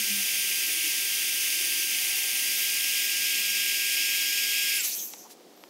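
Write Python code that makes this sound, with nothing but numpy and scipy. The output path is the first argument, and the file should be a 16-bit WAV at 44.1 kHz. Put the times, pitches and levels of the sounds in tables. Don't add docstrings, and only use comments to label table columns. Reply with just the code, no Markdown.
import sys
import numpy as np
from scipy import signal
from scipy.fft import rfft, irfft
from scipy.io import wavfile

SR = 44100
rng = np.random.default_rng(int(sys.argv[2]) if len(sys.argv) > 2 else 0)


def master(y):
    cut = np.clip(np.atleast_2d(y).T, -1, 1)
    pcm = np.round(cut * 32767)
    wavfile.write(sys.argv[1], SR, pcm.astype(np.int16))


N = 250929
T = np.arange(N) / SR
FREQ = np.fft.rfftfreq(N, 1 / SR)
OFF_S = 4.782


def undb(db):
    return 10 ** (np.asarray(db) / 20)


def unit(x):
    return x / np.sqrt(np.mean(x ** 2))


def noise():
    return rng.standard_normal(N)


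def walk(rate_hz):
    smoothing = 1 + (FREQ / rate_hz) ** 2
    return unit(irfft(rfft(noise()) / smoothing, N))


def colour(x, points):
    hz, db = np.transpose(points)
    gain_db = np.interp(np.log(FREQ + 1), np.log(hz), db)
    return unit(irfft(rfft(x) * undb(gain_db), N))


def resonate(x, hz, width):
    damping = 1j * FREQ * width
    return irfft(rfft(x) * damping / (hz ** 2 - FREQ ** 2 + damping), N)


def band(hz, width):
    once = resonate(noise(), hz, width)
    return unit(resonate(once, hz, width))


def swell(s, length, db):
    return undb(db) * np.exp(-.5 * ((T - s) / length) ** 2)


def ramp(s, length):
    return np.clip((T - s) / length, 0, 1)


def bursts(rows):
    return sum(band(hz, width) * swell(s, length, db) for s, length, db, hz, width in rows)


def pump(air_power=4.5):
    air_db = -26.5
    turn_s, turn_lag_s = 2.45, 0.84
    whine_fade_s = .025
    hz, speed = shaft()
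    angle = 2 * np.pi * np.cumsum(hz) / SR
    turn = 1 - np.exp(-np.maximum(T - turn_s, 0) / turn_lag_s)
    air = hiss(turn, angle) * undb(air_db) * speed ** air_power
    tones = whine(turn, angle) * np.exp(-np.maximum(T - OFF_S, 0) / whine_fade_s)
    return air + tones + rasp(angle)


def shaft(wobble=0.00037, flutter=0.000703):
    # t/s, shaft rate f/Hz
    powered = [(0.15, 397.6), (1.0, 398.8), (1.35, 398.1), (2.1, 397.9), (2.5, 401.2), (2.9, 404.3),
               (3.25, 404.8), (3.6, 404.4), (4.15, 406.3), (4.6, 407.0)]
    coast_s = .25
    speed = 1 / (1 + np.maximum(T - OFF_S, 0) / coast_s)
    s, hz = np.transpose(powered)
    unsteady = 1 + wobble * walk(15.0) + flutter * walk(103)
    return np.interp(T, s, hz) * speed * unsteady, speed


def hiss(turn, angle, gust_db=0.27, eddy_db=0.37, chop=0.028, echo=0.055, echo_s=0.0021):
    # f/Hz, relative level/dB
    first_grip = [(300, -35.5), (1050, -27.5), (1650, -15.5), (2100, -3.5), (2750, 0), (3450, -4.5),
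                  (3950, -10), (5300, -4.5), (6450, -5), (7400, -9.5), (11300, -6.5), (12400, -9),
                  (13150, -3.5), (14000, -11), (15700, -8)]
    # f/Hz, relative level/dB
    second_grip = [(300, -39.5), (1050, -31), (1720, -16.5), (2150, -2), (2550, 2.5), (3400, -4.5),
                   (4150, -10), (5350, -1.5), (6100, -10), (6450, -5.5), (7900, -9.5), (11200, -13),
                   (13300, -6), (15700, -15.5)]
    first = colour(noise(), first_grip)
    second = colour(noise(), second_grip)
    second = unit(second + echo * np.interp(T - echo_s, T, second))
    air = np.sqrt(1 - turn) * first + np.sqrt(turn) * second
    turbulence = undb(gust_db * walk(18.0) + eddy_db * walk(150))
    return air * turbulence * (1 + chop * np.cos(angle))


def whine(turn, angle, blade_waver=0.032, waver_rate=30, top_drift_db=1.5):
    # multiple of the shaft rate (sounded at the nearest whole one),
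    # first grip level/dB, second grip level/dB
    harmonics = [(1, -65.5, -69), (3.987, -49, -41.5), (8, -47.5, -40), (9, -52.5, -51), (12, -43, -42.5),
                 (16, -45.5, -47), (22, -43.5, -44), (24, -46, -49), (26, -44, -50), (30, -54, -57),
                 (32, -51, -49), (33, -48, -59), (36, -50, -58)]
    out = 0
    for multiple, first_db, second_db in harmonics:
        height = multiple / harmonics[-1][0]
        waver = blade_waver + .4 * np.sqrt(height) * (multiple > 4)
        phase = round(multiple) * angle + rng.uniform(0, 2 * np.pi)
        in_phase = (1 + waver * walk(waver_rate)) * np.cos(phase)
        quadrature = waver * walk(waver_rate) * np.sin(phase)
        grip_db = first_db + turn * (second_db - first_db)
        drift_db = top_drift_db * height * walk(2.1)
        out = out + unit(in_phase + quadrature) * undb(grip_db + drift_db)
    return out


def town(swell_db=0.37, rumble_swell_db=0.5):
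    # f/Hz, relative level/dB
    wash_points = [(30, -37), (120, -26), (190, -0.5), (330, 3), (480, -1), (620, -3), (900, -6),
                   (1400, -12.5), (2800, -13.5), (5500, -12.5), (9000, -19.5), (15500, -21.5)]
    # t/s, bell length/s, peak level/dB, centre f/Hz, width per pass/Hz
    drones = [(.77, 0.053, -57.5, 328, 40), (.86, 0.016, -43, 315, 24), (1.75, 0.18, -56.5, 338, 57),
              (2.15, 0.18, -58, 766, 200), (3.45, 0.13, -60, 204, 9.8), (4.02, 0.065, -58.5, 327, 39),
              (5.5, 0.37, -61.5, 424, 180)]
    wash = colour(noise(), wash_points) * undb(-54 + swell_db * walk(10.0))
    rumble = band(333, 57) * undb(-68 + rumble_swell_db * walk(2))
    hum = band(729, 39) * undb(-67.5)
    return wash + rumble + hum + far_engine() + bursts(drones)


def far_engine(waver_db=1.0):
    # t/s, bell length/s, peak level/dB
    engine_swells = [(0, 0.032, -47.5), (0.121, 0.026, -43.5), (.19, 0.028, -45), (.42, 0.1, -62.5)]
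    start_hz, end_hz, sag_s = 218, 179, .27
    hz = end_hz + (start_hz - end_hz) * np.exp(-T / sag_s)
    tone = unit(np.sin(2 * np.pi * np.cumsum(hz) / SR))
    gain = sum(swell(s, length, db) for s, length, db in engine_swells)
    return tone * gain * undb(waver_db * walk(16))


def puffs():
    # t/s, bell length/s, peak level/dB, centre f/Hz, width per pass/Hz
    puff_rows = [(2.6, 0.044, -36, 12000, 121), (4.765, 0.018, -32, 10700, 1200),
                 (4.808, 0.008, -32, 7600, 600), (4.85, 0.014, -27.5, 7100, 16300),
                 (4.885, 0.027, -38, 14600, 2970), (4.995, 0.015, -46, 3330, 500),
                 (5.01, 0.022, -35, 6300, 700), (5.04, 0.037, -37, 13500, 4500),
                 (5.21, 0.033, -52, 6100, 800), (5.258, 0.0093, -50, 910, 280),
                 (5.316, 0.014, -47.5, 6600, 14200), (5.61, .05, -63, 12160, 297)]
    return bursts(puff_rows)


def rasp(angle, chatter_db=0.1, flicker_db=2.5, size=176):
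    # f/Hz, half the width of each pass/Hz, relative level/dB
    housing = [(3350, 2600, -9.5), (4370, 820, -1), (6070, 840, 4), (8160, 1400, -1.5), (10100, 670, -2),
               (11960, 890, 6.5), (14800, 880, 0)]
    level_db, attack_s = -29, 0.089
    hold_s, fade_db_per_s = 0.12, 76
    silent_s, release_s = 5.35, 0.061
    roughness = rng.standard_normal(size)
    track = np.interp(angle / (2 * np.pi) * size, np.arange(size), roughness, period=size)
    scrape = (track + 1.1 * noise()) * undb(chatter_db * walk(60))
    ring = 0
    for k, (hz, half_width, db) in enumerate(housing):
        once = resonate(scrape, hz, 2 * half_width)
        mode = resonate(once, hz, 2 * half_width)
        ring = ring + (-1) ** k * undb(db + flicker_db * walk(25)) * mode
    fade_db = fade_db_per_s * np.maximum(T - OFF_S - hold_s, 0)
    coasting = ramp(OFF_S, attack_s) * (1 - ramp(silent_s - release_s, release_s))
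    return unit(ring) * undb(level_db - fade_db) * coasting


def clicks(crackle=0.17):
    # t/s, peak level/dB, crackle decay/s, low f/Hz, high f/Hz, ring of the valve body/dB
    click_rows = [(5.1365, -24, 0.0035, 480, 7500, -9), (5.304, -39, 0.0022, 494, 8000, -9),
                  (5.576, -41, .003, 800, 5000, -13), (5.6383, -30.5, 0.00058, 900, 3800, -12)]
    # f/Hz, width/Hz, level before the click's own ring level is added/dB
    valve = [(900, 160, 19), (1230, 140, 9)]
    out = 0
    for s, db, decay, low_hz, high_hz, ring_db in click_rows:
        snap = crackle * noise() * (T >= s) * np.exp(-np.abs(T - s) / decay)
        snap[int(s * SR)] += 1
        bandpass = signal.butter(2, [low_hz, high_hz], "band", fs=SR, output="sos")
        snap = signal.sosfilt(bandpass, snap)
        body = sum(undb(mode_db + ring_db) * resonate(snap, hz, width) for hz, width, mode_db in valve)
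        snap = snap + body
        out = out + snap * undb(db) / np.abs(snap).max()
    return out


def scene():
    mono = pump() + town() + puffs() + clicks()
    return np.array([mono, mono])


def record(dry):
    top_hz = 15700
    lowpass = signal.ellip(12, .1, 85, top_hz, fs=SR, output="sos")
    return signal.sosfilt(lowpass, dry)


dry = scene()
out = record(dry)
master(out)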